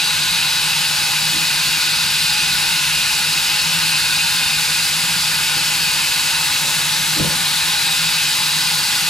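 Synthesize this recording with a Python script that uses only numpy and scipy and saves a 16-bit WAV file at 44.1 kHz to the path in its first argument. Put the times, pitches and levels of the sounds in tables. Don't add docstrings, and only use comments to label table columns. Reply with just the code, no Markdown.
import sys
import numpy as np
from scipy import signal
from scipy.fft import rfft, irfft, next_fast_len
from scipy.io import wavfile
from scipy.ndimage import uniform_filter1d

SR = 44100
rng = np.random.default_rng(int(sys.argv[2]) if len(sys.argv) > 2 else 0)


def unload_wav(signal):
    wavfile.write(
        sys.argv[1],
        SR,
        np.round(np.clip(np.atleast_2d(signal).T, -1, 1) * 32767).astype(np.int16),
    )


N = 400869

# time_s, main_lift_db (near
# 2.7 kHz), upper_lift_db (near 3.9 kHz)
ROAR_LIFTS = [(0, 1, 3), (.6, 1.5, 1.5), (1.3, -0.8, -0.5), (1.8, 2, -0.5), (2.35, 3, 0.5), (2.9, 1.5, -1),
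              (3.6, 1.5, -0.5), (4.15, 2.5, 0), (4.75, 0, -1.7), (5.2, 0, -2.5), (6.0, 1.5, -1.8),
              (6.6, -3.5, -2.2), (7.0, -2.5, -1), (7.27, -4.5, -5), (7.55, -4.5, -0.5), (7.95, -1, -.3),
              (8.3, -2, 0), (9.09, -2, -1.5)]
# centre_hz, width_octaves, db_per_main_db
ROAR_BANDS = [(70, 0.39, .5), (910, 0.4, -0.27), (1490, .093, 0.7), (1950, 0.055, 0), (3230, .05, -0.34),
              (2670, 0.09, 1.1), (4800, 0.089, 0.4), (14000, .4, -0.03)]
def turbulence():
    frames, hz = N // 128 + 5, np.fft.rfftfreq(512, 1 / SR)
    t = np.arange(frames) * 128 / SR
    time_s, main_db, upper_db = np.transpose(ROAR_LIFTS)
    jet_db, surge_db = -19, 0.7
    field_db = jet_db + bump(hz, centre_hz=3850, octaves=0.12) * np.interp(t, time_s, upper_db)
    for centre_hz, octaves, share in ROAR_BANDS:
        lift_db = np.interp(t, time_s, main_db) + surge_db * wander(frames, 50, 30)
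        field_db += bump(hz, centre_hz, octaves) * share * lift_db
    treble = np.clip(hz / 11000, 0, 1.3)[:, None]
    field_db -= 2 * treble * np.exp(-t / 1.1)
    field_db += 0.65 * patches(len(hz), frames, span_bins=7, span_frames=16)
    field_db += 0.57 * treble * wander(frames, 9)
    real, imag = rng.standard_normal((frames, len(hz), 3, 2)).T
    white = real + 1j * imag
    plain = signal.istft(white, nperseg=512, noverlap=384)[1][0, :N]
    swelling = signal.istft(white * gain_of(field_db), nperseg=512, noverlap=384)[1][:, :N]
    return swelling / plain.std()

# pitch_hz, relative_level_db
JET_SPECTRUM = [(25, -18), (60, -10), (230, -11), (380, -20), (710, -17), (800, -13), (1100, -12),
                (1860, -8.5), (2300, -7), (3300, -3), (4700, 0.55), (5450, -6), (8900, -10), (10300, -9),
                (13200, -15.5), (15700, -23)]
# pitch_hz, width_hz, over_jet_db
PIPE_MODES = [(328.8, 15, 10), (495, 41, 6.5), (558, 60, 0), (623, 35, 4), (793.7, 20, 12.5),
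              (847.6, 28, 13), (917, 67, 10.5), (1026, 27, 13), (1245, 190, 3.5), (1465, 103, 11.5),
              (1585, 103, 7), (1667, 90, 5.5), (1772, 61, 5.5), (2008, 123, 4.5), (2137, 49, 7),
              (2260, 32, 6), (2360, 66, 4), (2453, 64, 9.5), (2538, 65, 8.5), (2624, 40, 10),
              (2755, 128, 7.5), (2915, 62, 2), (3010, 30, 7), (3404, 100, -0.5), (3646, 100, 3.5),
              (3855, 117, 4.5), (4068, 60, 5), (4870, 28, 2), (5050, 180, -5.5), (7800, 920, -2)]
def steam_hiss(hz):
    ring_power = sum(abs(gain_of(db) * resonance(hz, f, width)) ** 2 for f, width, db in PIPE_MODES)
    colour = gain_of(curve_at(JET_SPECTRUM, hz)) * np.sqrt(1 + ring_power)
    hiss_band = (hz > 3300) & (hz < 10000)
    colour /= np.sqrt(2 * np.sum(colour[hiss_band] ** 2) / next_fast_len(N))
    return filtered(turbulence(), colour)

def shimmer(hiss):
    hz, t, spectrum = signal.stft(hiss, SR, nperseg=2048)
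    ripple = patches(len(hz), len(t), span_bins=2, span_frames=40)
    depth_db = 1.8 * np.clip((hz - 1000) / 1500, 0, 1)
    return signal.istft(spectrum * gain_of(depth_db[:, None] * ripple), SR, nperseg=2048)[1][:, :N]

# pitch_hz, width_hz, relative_level_db
LENGTH_MODES = [(152, 10, 0), (163.2, 16.4, 1)]
# time_s, level_db
HUM_LEVELS = [(0, -39), (.35, -37), (.9, -39), (1.4, -35), (1.9, -37), (2.4, -36.5), (3.1, -41),
              (3.8, -33.5), (4.5, -38.5), (5.3, -35), (6.35, -40.5), (6.7, -36.5), (7.3, -32.5), (7.6, -39),
              (8.3, -35), (9.09, -38)]
def pipe_hum(hz):
    colour = sum(gain_of(db) * abs(resonance(hz, f, width)) for f, width, db in LENGTH_MODES)
    drone = filtered(rng.standard_normal((3, N)), colour)
    held = drone / (uniform_filter1d(drone ** 2, size=5000) + .1 * drone.var()) ** 0.49
    level_db = np.interp(np.arange(N) / SR, *np.transpose(HUM_LEVELS))
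    waver_db = 1.5 * wander(N, 4000, 3000)
    return unit_rms(held) * gain_of(level_db + waver_db)

# start_s, relative_level_db, thud_db, ring_db (both against the middle), t60_s
BLOWS = [(1.328, -27, -12, -16, .15), (1.357, -25, -3, -11, 0.31), (1.495, -35, -6, -10, 0.24),
         (5.557, -31, -6, -4, 0.22), (6.637, -35, -12, 3, 0.16), (6.676, -34, -10, 0, 0.25),
         (7.163, -20, -20, -9, .06), (7.189, -13, -7, -6.5, .16), (7.208, -17, 0, -3.5, 0.2),
         (7.236, -21, -1, -0.5, 0.36)]
# pitch_hz, width_hz, relative_level_db
IRON_MODES = [(77.5, 24, 4.5), (117, 18, -6), (162, 33, 10), (199, 40, 6.5), (258, 27, 4), (313, 47, 3),
              (406, 68, 0), (509, 24, 6), (578, 32, 2), (690, 50, -6)]
def iron_knocks(hz):
    shake, t = np.zeros((3, N)), np.arange(SR // 2) / SR
    for start_s, level_db, thud_db, ring_db, t60_s in BLOWS:
        attack = np.minimum(t / 0.0057, 1)
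        rattle = rng.standard_normal(len(t)) * attack * gain_of(level_db - 60 * t / t60_s)
        rattle[0] = 28 * gain_of(level_db)
        span = shake[:, round(start_s * SR):][:, :len(t)]
        span += gain_of([[thud_db], [0], [ring_db]]) * rattle[:span.shape[1]]
    body = np.zeros((3, len(hz)), complex)
    for pitch_hz, width_hz, level_db in IRON_MODES:
        register = int(pitch_hz > 240) + int(pitch_hz > 360)
        body[register] += gain_of(level_db) * resonance(hz, pitch_hz, width_hz)
    return filtered(shake, gain_of(15.0) * body).sum(0)

def gain_of(db):
    return 10 ** (np.asarray(db) / 20)

def unit_rms(x):
    return x / np.sqrt(np.mean(x ** 2) + 1e-20)

def curve_at(points, hz):
    pitch_hz, value = np.transpose(points)
    return np.interp(np.log(hz + 1), np.log(pitch_hz + 1), value)

def resonance(hz, centre_hz, width_hz):
    return 1 / (1 + 2j * (hz - centre_hz) / width_hz) ** 2

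def bump(hz, centre_hz, octaves):
    return np.exp(-.5 * (np.log2((hz + 1) / centre_hz) / octaves) ** 2)[:, None]

def filtered(x, gain):
    return irfft(rfft(x, next_fast_len(N)) * gain, next_fast_len(N))[..., :N]

def wander(count, *spans):
    drift = rng.standard_normal(count)
    for span in spans:
        drift = uniform_filter1d(drift, span)
    return unit_rms(drift)

def patches(bins, frames, span_bins, span_frames):
    across_pitch = uniform_filter1d(rng.standard_normal((frames, bins)).T, span_bins, axis=0)
    return unit_rms(uniform_filter1d(across_pitch, span_frames, axis=1))

# pitch_hz, power_share
PORT_COHERENCE = [(25, .42), (60, 0.78), (95, 1), (135, 0.97), (400, 0.91), (1000, 0.88), (2500, 0.97),
                  (5000, 0.85), (9000, 0.68), (12000, 0.76), (15000, .5)]
# pitch_hz, left_lead_rad
PORT_PHASE = [(30, .2), (100, 0.4), (250, 1.27), (480, 1.27), (1100, 1.21), (2000, 0.79), (5000, 0.48),
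              (6300, .22), (12500, .15), (14000, .9), (15500, 1.05)]
# pitch_hz, left_minus_right_db
PORT_BALANCE = [(30, 0.5), (200, 0.2), (700, 0.5), (900, -3), (1150, 0.5), (1700, 1.2), (2500, 0.7),
                (10000, 1), (14000, -.3)]
def scene():
    hz = np.fft.rfftfreq(next_fast_len(N), 1 / SR)
    steam = shimmer(steam_hiss(hz)) + pipe_hum(hz)
    share = np.clip(curve_at(PORT_COHERENCE, hz), 0, 1)
    common = filtered(steam[0], np.sqrt(share)) + iron_knocks(hz)
    separate = filtered(steam[1:], np.sqrt(1 - share))
    left_gain = np.exp(.5j * curve_at(PORT_PHASE, hz)) * gain_of(.5 * curve_at(PORT_BALANCE, hz))
    return filtered(common + separate, np.array([left_gain, 1 / left_gain]))

def record(dry):
    threshold_db, recovery_db_per_s, edge_hz = -17.0, 20.0, 15730
    power_db = 10 * np.log10(abs(uniform_filter1d((dry ** 2).mean(0), 1300)) + 1e-12)
    fall_db = np.arange(N) * recovery_db_per_s / SR
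    held_peak_db = np.maximum.accumulate(power_db + fall_db) - fall_db
    over_db = np.maximum(held_peak_db - threshold_db, 0)
    ducked = dry / gain_of(0.43 * uniform_filter1d(over_db, 400))
    lowpass = signal.firwin(1023, edge_hz, window=("kaiser", 9), fs=SR)
    return signal.oaconvolve(ducked, lowpass[None], "same")

dry = scene()
out = record(dry)
unload_wav(out)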